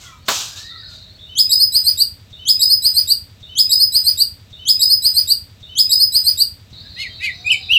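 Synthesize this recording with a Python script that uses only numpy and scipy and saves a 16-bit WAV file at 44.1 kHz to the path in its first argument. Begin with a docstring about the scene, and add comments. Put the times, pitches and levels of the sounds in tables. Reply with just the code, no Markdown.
"""Caged songbird on a porch

A songbird whistles between hard walls: a phrase of six quick upward sweeps, spliced to sound five times,
then two two-voiced notes and two loud bent whistles. The song is summed from sine partials and echoed.
Far birds are short sine glides, a small idling engine is resonances struck by uneven firings,
and a knock, hiss, rustles and air are shaped noise; a faint whine is two wavering sines."""
import sys
import numpy as np
from scipy import signal
from scipy.fft import rfft, irfft
from scipy.io import wavfile
from scipy.ndimage import uniform_filter1d, minimum_filter1d

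SR = 44100
rng = np.random.default_rng(int(sys.argv[2]) if len(sys.argv) > 2 else 0)


def natural_amplitude(level_db):
    """Convert a level in decibels to a linear amplitude factor, elementwise."""
    exponent = np.asarray(level_db, float) / 20
    return 10 ** exponent


def bounce(signal):
    """Save signal as a 16-bit WAV file at the path given by the first command-line argument."""
    frames = np.transpose(np.atleast_2d(signal))
    limited = np.clip(frames, -1, 1)
    pcm = np.round(limited * 32767).astype(np.int16)
    wavfile.write(sys.argv[1], SR, pcm)


N = 343098
TIME = np.arange(N) / SR
TURN_S = 6.7277   # after the last splice the bird faces the microphone and the air is louder


def rms_one(x):
    """Normalisation: a signal is scaled to an rms of 1."""
    return x / np.sqrt(np.mean(x ** 2) + 1e-20)


def curve(rows):
    """Gain in time: levels in dB are interpolated from rows of seconds and dB."""
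    return natural_amplitude(np.interp(TIME, *np.transpose(rows)))


def at_hz(points, hz):
    """Spectral envelope: levels in dB are read on a log-frequency axis."""
    table_hz, table_db = np.transpose(points)
    return np.interp(np.log(hz), np.log(table_hz), table_db)


def flutter(rate_hz, depth):
    """Random amplitude modulation: low-passed noise makes a gain waver about 1."""
    lowpass = signal.butter(2, rate_hz, fs=SR, output="sos")
    return 1 + depth * rms_one(signal.sosfilt(lowpass, rng.standard_normal(N)))


def coloured(spectrum):
    """Spectral shaping: white noise is weighted by frequency, then brought to an rms of 1."""
    hz = np.maximum(np.arange(N // 2 + 1) * SR / N, 1)
    return rms_one(irfft(rfft(rng.standard_normal(N)) * natural_amplitude(at_hz(spectrum, hz)), N))


def burst(s, db, t60, rise_s=0.00043):
    """Exponential decay: a quick rise, then a fall of 60 dB every t60 seconds."""
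    age = np.maximum(TIME - s, 0)
    return np.minimum(age / rise_s, 1) * natural_amplitude(db) * 1000.0 ** (-age / t60)


def glides(rows):
    """Frequency modulation: each row is one short sine swept geometrically in pitch."""
    out = np.zeros(N + SR)
    for s, length, from_hz, to_hz, db in rows:
        count, at = int(length * SR), max(int(s * SR), 0)
        hz = np.geomspace(from_hz, to_hz, count)
        glide = np.sin(2 * np.pi * np.cumsum(hz) / SR)
        edges = signal.windows.tukey(count, min(.016 / length, .5))
        out[at:at + count] += np.sqrt(2) * natural_amplitude(db) * glide * edges
    return out[:N]


def voice(notes):
    """Phase as the integral of pitch: phase and partial heights follow the rows, silent between notes."""
    hz, heights = np.zeros(N), np.zeros((len(notes[0][0]) - 2, N))
    for rows in notes:
        s, pitch, *levels = np.transpose(rows)
        on = slice(max(int(s[0] * SR), 0), int(s[-1] * SR))
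        hz[on] = np.interp(TIME[on], s, pitch)
        edges = signal.windows.tukey(len(TIME[on]), min(.008 / (s[-1] - s[0]), 1))
        heights[:, on] = [natural_amplitude(np.interp(TIME[on], s, db)) * edges for db in levels]
    # between notes the last pitch is held
    held = np.maximum.accumulate(np.arange(N) * (hz > 0))
    hz = uniform_filter1d(hz[held], size=150)   # the pitch cannot turn corners
    return 2 * np.pi * np.cumsum(hz) / SR, np.sqrt(2) * uniform_filter1d(heights, size=60)


def whistle(notes, rolloff_db, count):
    """Harmonic series: partials at their own levels, then count more, each weaker than the last."""
    phase, heights = voice(notes)
    more = [heights[-1] * natural_amplitude(rolloff_db * k) for k in range(1, count + 1)]
    return sum(height * np.sin((k + 1) * phase) for k, height in enumerate([*heights, *more]))


def echoes(x, t60, wet_db, first_s):
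    """Reverberation: the direct sound plus scattered reflections that thicken and die away."""
    age = np.arange(SR // 2) / SR
    density = 800 + 4e5 * age   # reflections per second
    tail = rng.standard_normal(len(age)) * (rng.random(len(age)) < density / SR)
    tail /= np.sqrt(np.minimum(density, SR))
    # the far walls die away last, with a t60 of 0.41 s
    tail *= 1000.0 ** (-age / t60) + natural_amplitude(-16.5) * 1000.0 ** (-age / 0.41)
    tail *= np.clip(age / first_s - .5, 0, 1)
    return x + natural_amplitude(wet_db) * signal.fftconvolve(x, tail / np.sqrt(np.sum(tail ** 2)))[:N]


# Spectrum of the open air. Each row: frequency in Hz, relative level per Hz in dB.
AIR_COLOUR = [(18, -34.5), (30, -13), (105, -6), (399, -27.5), (467, -26), (897, -32), (3230, -30.5),
              (3880, -25.5), (4780, -42), (5310, -33), (6500, -40), (7860, -37), (8950, -51), (15500, -43)]


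def air(turned):
    """Stationary noise: a steady coloured bed at -47 dB rms, 2 dB louder once the bird has turned."""
    return natural_amplitude(-47 + 2 * turned) * coloured(AIR_COLOUR)


# Exhaust resonances. Each row: frequency in Hz, relative strength in dB, t60 in seconds.
EXHAUST = [(56.6, -6.5, 0.22), (90.9, 8, 0.32), (100, 2, 0.26), (133, -24, 0.025)]
# Engine loudness. Each row: time in seconds, rms level in dB.
ENGINE_LEVEL = [(0, -52), (2.33, -45), (6.73, -46.5), (7.78, -45)]


def engine():
    """Impulse excitation of damped resonators: uneven firings thump the exhaust resonances."""
    firing_hz = 10.9
    firings = np.cumsum(1 + 0.01916 * rng.standard_normal(size=100)) * SR / firing_hz
    strengths = natural_amplitude(2.1 * rng.standard_normal(size=(100, len(EXHAUST))))
    out = np.zeros(N)
    for (hz, db, t60), strength in zip(EXHAUST, strengths.T):
        clicks = np.zeros(N) + 1e-18
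        clicks[firings[firings < N].astype(int)] = natural_amplitude(db) * strength[firings < N]
        r, w = natural_amplitude(-60 / (t60 * SR)), 2 * np.pi * hz / SR   # pole radius and angle
        out += signal.lfilter([0, np.sin(w)], [1, -2 * r * np.cos(w), r * r], clicks)
    lowpass = signal.butter(2, 140, fs=SR, output="sos")
    return curve(ENGINE_LEVEL) * rms_one(signal.sosfilt(lowpass, out))


# A faint whine in two spells.
# Each row: time in seconds, pitch in Hz, rms level of the main tone before its flutter in dB.
WHINE = [
    [(.8, 631, -63.5), (1.5, 628, -67), (2.0, 634, -70), (2.33, 629, -88)],
    [(6.73, 648, -68.5), (7.1, 634, -61.5), (7.3, 644, -67), (7.45, 742, -56), (7.55, 767, -60),
     (7.78, 750, -57)],
]


def whine():
    """Superposition of two tones: a thin unsteady sine and a weaker one at two thirds of its pitch."""
    phase, [height] = voice(WHINE)
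    lower = np.sin(phase * 2 / 3)
    return height * flutter(16.4, depth=0.57) * (np.sin(phase) + natural_amplitude(-8.0) * lower)


# Trills of falling chips. Each row: start in seconds, end in seconds, mean spacing of chips in seconds,
# mean relative level in dB.
TRILLS = [(0.649, 1.03, .09, -41), (6.763, 7.8, 0.095, -40)]


def trills():
    """Periodic repetition with jitter: chips recur with small errors in time, pitch and level."""
    chips = []
    for start, end, gap, level_db in TRILLS:
        errors = rng.standard_normal(size=(14, 3)) * [.003, .03, 1.5]   # s, fraction of pitch, dB
        for k, (late, sharp, db) in enumerate(errors):
            if start + k * gap < end:
                chips.append((start + k * gap + late, .0212, 4400 * (1 + sharp), 3700, level_db + db))
    return glides(chips)


# A crowd of small birds further off. Each row: time in seconds, relative level in dB.
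CROWD_LEVEL = [(0, -84), (.25, -59), (.5, -41.5), (.95, -44), (1.1, -59.5), (1.4, -64), (2.25, -83.5),
               (2.33, -64), (6.72, -49), (7.1, -43), (7.4, -45), (7.78, -37)]


def crowd():
    """Random superposition: 1500 chips at random times merge into one chatter."""
    chips = []
    for when, a, b, c in rng.random(size=(1500, 4)):
        hz = 3750 + 1250 * a ** 2.5   # most chips start near the low end
        chips.append((when * N / SR, .018, hz, hz * (1.05 - 0.14 * b), -12 * c))
    return curve(CROWD_LEVEL) * rms_one(glides(chips))


# Single calls of far birds. Each row: start in seconds, length in seconds, first pitch in Hz,
# last pitch in Hz, relative level in dB.
FAR_CALLS = [(0.0, .18, 1500, 1200, -52), (0.001, .1, 2200, 1900, -55), (.03, .04, 3800, 3100, -46),
             (.05, .13, 1150, 950, -58), (.07, .1, 2400, 2300, -59), (.43, .29, 1480, 1980, -50),
             (.545, .012, 4800, 4800, -43), (.555, .03, 3900, 3900, -44), (.572, .03, 5900, 5000, -43),
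             (.64, .012, 4800, 4800, -43), (.69, .09, 1400, 1270, -51), (.72, .12, 2000, 1750, -52),
             (.8, .12, 1550, 1400, -54), (1.09, .03, 4000, 4500, -44), (1.12, .03, 4500, 4400, -47),
             (1.18, .04, 3300, 3900, -43), (1.21, .03, 3950, 3550, -38), (1.3, .05, 2900, 2500, -55),
             (1.31, .02, 3800, 3750, -46), (1.43, .1, 2650, 2350, -53), (1.985, .04, 3000, 2850, -52),
             (6.82, .06, 1580, 1780, -54), (7.08, .06, 3200, 3150, -48), (7.17, .04, 2650, 2620, -43),
             (7.33, .08, 6000, 5900, -58)]


def far_birds():
    """Scintillation: single glides flutter in moving air, beside the trills and the crowd."""
    chatter = trills() + crowd()
    return chatter + natural_amplitude(-7.5) * glides(FAR_CALLS) * flutter(45.0, depth=1.1)


# Puffs of hiss. Each row: start in seconds, time to the crest in seconds, crest rms level in dB.
PUFFS = [(-.01, 0.043, -41), (0.252, 0.027, -42.5), (0.277, 0.061, -20.5), (0.557, 0.031, -39),
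         (.88, .045, -48.5)]
# Soft rustles. Each row: start in seconds, initial rms level in dB, t60 in seconds.
RUSTLES = [(1.741, -36, 0.39), (1.891, -39.5, 0.42), (2.297, -50.5, 0.33)]
# Spectra of the three noises. Each row: frequency in Hz, relative level per Hz in dB.
KNOCK_COLOUR = [(120, -44), (200, -12), (1220, -1.5), (2650, -11), (4090, -4.5), (5970, -17.5),
                (7550, -11.5), (9210, -27), (15000, -18)]
HISS_COLOUR = [(120, -41), (300, -19.5), (1310, -6), (2060, -17), (2600, -3.5), (3600, -1), (5000, -1.5),
               (6530, 0), (8300, -7.5), (9100, -21), (12500, -15.5), (15000, -20.5)]
RUSTLE_COLOUR = [(600, -40), (1200, -8.5), (3300, 3.5), (6000, 3.5), (16000, -43)]


def clatter():
    """Noise under envelopes: a decaying knock, grainy puffs of hiss around it, and soft rustles."""
    grain_hz, grain_depth = 156, 0.13
    puffs = np.zeros(N)
    for s, crest_s, db in PUFFS:
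        age = np.maximum(TIME - s, 0) / crest_s
        puffs += natural_amplitude(db) * (age * np.exp(1 - age)) ** 1.14
    hiss = puffs * flutter(grain_hz, grain_depth) * coloured(HISS_COLOUR)
    rustle = sum(burst(*row, rise_s=0.011) for row in RUSTLES) * coloured(RUSTLE_COLOUR)
    knock = burst(.283, db=-11, t60=0.17) * flutter(grain_hz, grain_depth) * coloured(KNOCK_COLOUR)
    return knock + hiss + rustle


def arches(rows, slack_hz, rise_s, fall_s, fade_s):
    """Tension sets pitch: it bulges from slack to crest and back; the level swells, holds and fades."""
    notes = []
    for start, crest, end, crest_hz, db in rows:
        s = np.linspace(start, end, num=40)
        width_s = np.where(s < crest, rise_s, fall_s)
        hz = slack_hz + (crest_hz - slack_hz) * np.exp(-((s - crest) / width_s) ** 2)
        swell_db = -18.5 * np.maximum(1 - (s - start) / 0.041, 0)
        fade_db = -21 * np.maximum(1 - (end - s) / fade_s, 0)
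        notes.append(np.transpose([s, hz, db + swell_db + fade_db]))
    return voice(notes)


# Two-voiced notes; each side of the syrinx sings an arch. Each row: start in seconds, crest in seconds,
# end in seconds, crest pitch in Hz, rms level between swell and fade in dB.
LOW_SIDE = [(6.96, 7.018, 7.047, 2171, -29), (7.202, 7.252, 7.277, 2110, -24.5)]
HIGH_SIDE = [(6.964, 7.003, 7.088, 3008, -31), (7.202, 7.243, 7.315, 2566, -22.5)]
# Tones born where the two sides meet. Each row: multiple of the low pitch, multiple of the high pitch.
MIXED = [(2, 0), (1, 1), (2, -1), (-1, 2), (-2, 3), (3, -1), (4, -2), (3, 0), (2, 1), (0, 2), (1, 2),
         (4, 0), (5, 0), (4, 1), (3, 2)]
# Relative strength of those tones. Each row: level in the first note in dB, level in the second in dB.
MIXED_DB = [(2, -13), (-9.5, -8.5), (-31, -22.5), (-6, -4.5), (-24, -14), (-8, -23), (-13, -19),
            (-14.5, -30), (-30, -23), (-33, -33), (-34, -25), (-25, -35), (-25, -41), (-28, -30),
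            (-29, -25)]
# Air rushing through the syrinx. Each row: frequency in Hz, relative level per Hz in dB.
BREATH_COLOUR = [(1500, -33), (3000, 2.5), (8000, 1), (12000, -11.5), (16000, -12)]


def two_voices():
    """Intermodulation: both sides sound at once and form sum and difference tones, with rushing air."""
    low, [low_height] = arches(LOW_SIDE, slack_hz=1600, rise_s=0.06, fall_s=.058, fade_s=.012)
    high, [high_height] = arches(HIGH_SIDE, slack_hz=1800, rise_s=0.046, fall_s=.045, fade_s=.018)
    mixed = np.zeros(N)
    for (m, n), (first_db, second_db) in zip(MIXED, MIXED_DB):
        strength = np.where(TIME < 7.15, natural_amplitude(first_db), natural_amplitude(second_db))   # the second note comes after 7.15 s
        mixed += strength * np.sin(m * low + n * high)
    # mixed tones grow faster than the low side itself, as its power of 1.37
    growth = natural_amplitude(-0.5) * np.abs(low_height / low_height.max()) ** (1.37 - 1)
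    rush = natural_amplitude(-20.5) * np.sqrt(np.abs(low_height * high_height)) * coloured(BREATH_COLOUR)
    return low_height * (np.sin(low) + growth * mixed) + high_height * np.sin(high) + rush


# A soft opening note and two bent whistles. Each row: time in seconds, pitch in Hz,
# rms level of the fundamental in dB, strength added to the overtones in dB.
BENT = [
    [(1.266, 2850, -52, -35), (1.285, 2840, -50.5, -31.5), (1.3, 3030, -39, -28),
     (1.345, 3083, -45.5, -27.5)],
    [(7.442, 2335, -36.5, -28), (7.47, 2470, -18, 4.5), (7.484, 2553, -14.5, -2), (7.492, 2414, -22, -6.5),
     (7.506, 3003, -11, -0.5), (7.513, 3080, -6.5, -14.5), (7.518, 2596, -13, 15), (7.526, 2542, -13, 13.5),
     (7.536, 2360, -17, 7), (7.552, 2197, -25, -12)],
    [(7.684, 2400, -37.5, -31.5), (7.712, 2730, -9, 0.5), (7.731, 3034, -14.5, 7),
     (7.737, 3242, -6.5, -5.5), (7.744, 2963, -13.5, 6), (7.761, 2930, -8, 0), (7.768, 2670, -8, -1),
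     (7.78, 2724, -9.5, -4)],
]
# The nearly closed beak. Each row: frequency in Hz, rms level of an overtone at zero added strength in dB.
NARROW_BEAK = [(4500, -38), (5200, -42.5), (6200, -44), (7500, -40), (8600, -56), (10000, -52.5),
               (10800, -46), (11600, -40.5), (12400, -53)]


def bent_whistles():
    """Source and filter: overtones share one control and take the colour of the nearly closed beak."""
    notes = []
    for rows in BENT:
        s, hz, db, over_db = np.transpose(rows)
        overtones = [over_db + at_hz(NARROW_BEAK, k * hz) for k in (2, 3, 4)]
        notes.append(np.transpose([s, hz, db, *overtones]))
    return whistle(notes, -7, count=2)


# The sweeps of the phrase. Each row: knee in seconds, lead-in length in seconds, first pitch in Hz,
# pitch at the knee in Hz, top pitch in Hz.
SWEEPS = [(1.377, 0.026, 2920, 3320, 5097), (1.51, .02, 3830, 3820, 5060), (1.606, 0.02, 4176, 4302, 5090),
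          (1.747, 0.027, 3900, 4134, 5000), (1.865, 0.028, 4000, 4220, 4964),
          (1.997, 0.026, 3690, 4064, 4810)]
# Throat and open beak. Each row: frequency in Hz, rms level a partial reaches at full effort in dB.
BEAK = [(3000, -12.5), (3600, -7), (4000, -11), (4300, -11.5), (5050, -9), (6200, -24.5), (7600, -18.5),
        (8300, -20.5), (9100, -30.5), (10100, -26.5), (10600, -37), (11500, -24), (13000, -25),
        (15200, -22.5)]


def sweeps():
    """Source and filter: lead-in, rise and drooping hold, each partial as strong as the beak lets through."""
    rise_s, lead_db = 0.027, -10.5   # time from knee to top; effort at the start of the lead-in
    notes = []
    for order, (knee_s, lead_s, first_hz, knee_hz, top_hz) in enumerate(SWEEPS):
        hold_s = max(0.034 - order * 0.0057, .004)   # each hold is shorter than the one before
        t = np.linspace(-lead_s, rise_s + hold_s, num=120)
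        lead, held_s = np.maximum(-t / lead_s, 0), np.maximum(t - rise_s, 0)
        rise = np.sin(np.pi / 2 * np.clip(t / rise_s, 0, 1)) ** 1.4
        hz = knee_hz + (first_hz - knee_hz) * lead + (top_hz - knee_hz) * rise
        hz = hz - 4000 * held_s   # the held pitch droops, in Hz per second
        # above 4270 Hz the voice has broken into its loud register
        break_db = -11 * np.clip((4270 - hz) / 40, 0, 1)
        first_db = lead_db * lead - 100 * held_s + at_hz(BEAK, hz) + break_db
        # overtones feel effort more than the fundamental and die during the hold
        over_db = 1.21 * lead_db * lead - 700 * held_s
        # below 3510 Hz the slack membranes lose their overtones
        slack_db = .012 * np.minimum(hz - 3510, 0)
        overtones = [over_db + (k - 1) ** 2 * slack_db + at_hz(BEAK, k * hz) for k in (2, 3)]
        notes.append(np.transpose([knee_s + t, hz, first_db, *overtones]))
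    return whistle(notes, -16.5, count=1)


def scene():
    """Superposition: the singer echoes on the porch, the far birds in the yard, the rest sounds dry."""
    turned = TIME > TURN_S
    singer = sweeps() + bent_whistles() + two_voices()
    near = echoes(singer * ~turned, t60=0.17, wet_db=-2, first_s=0.0015)
    near += echoes(singer * turned, t60=0.17, wet_db=-4, first_s=0.0036)
    far = natural_amplitude(-2.5) * echoes(far_birds(), t60=0.33, wet_db=7.5, first_s=0.006)
    return (near + far + clatter() + engine() + whine() + air(turned))[None]


def limiter(x, top=.95):
    """Peak limiting: the gain dips just enough around the loudest peaks."""
    room = np.minimum(1, top / (np.abs(x) + 1e-9))
    return x * uniform_filter1d(minimum_filter1d(room, size=201), size=101)


def splice(dry):
    """Crossfaded repetition: one stretch sounds five times over, background and all."""
    start, length, repeats = round(1.2277 * SR), round(1.1 * SR), 5
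    out, stretch, fade = dry.copy(), dry[:, start:start + length].copy(), np.linspace(0, 1, num=60)
    count, end = len(fade), start + repeats * length
    # what follows the stretch fades out under each new beginning
    leaving = (1 - fade) * dry[:, start + length:][:, :count]
    stretch[:, :count] = fade * stretch[:, :count] + leaving
    out[:, start + length:end] = np.tile(stretch, repeats - 1)
    out[:, end:end + count] = fade * dry[:, end:end + count] + leaving
    return out


def top_cut(x):
    """Nothing passes above the cut-off."""
    return signal.sosfilt(signal.butter(12, 15750, fs=SR, output="sos"), x)


def record(dry):
    """High-pass filtering: the microphone drops the deepest bass, then come the splice and the limiter."""
    highpass = signal.butter(5, 44, "high", fs=SR, output="sos")
    mix = limiter(splice(signal.sosfilt(highpass, dry)))
    return top_cut(mix)


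dry = scene()
out = record(dry)
bounce(out)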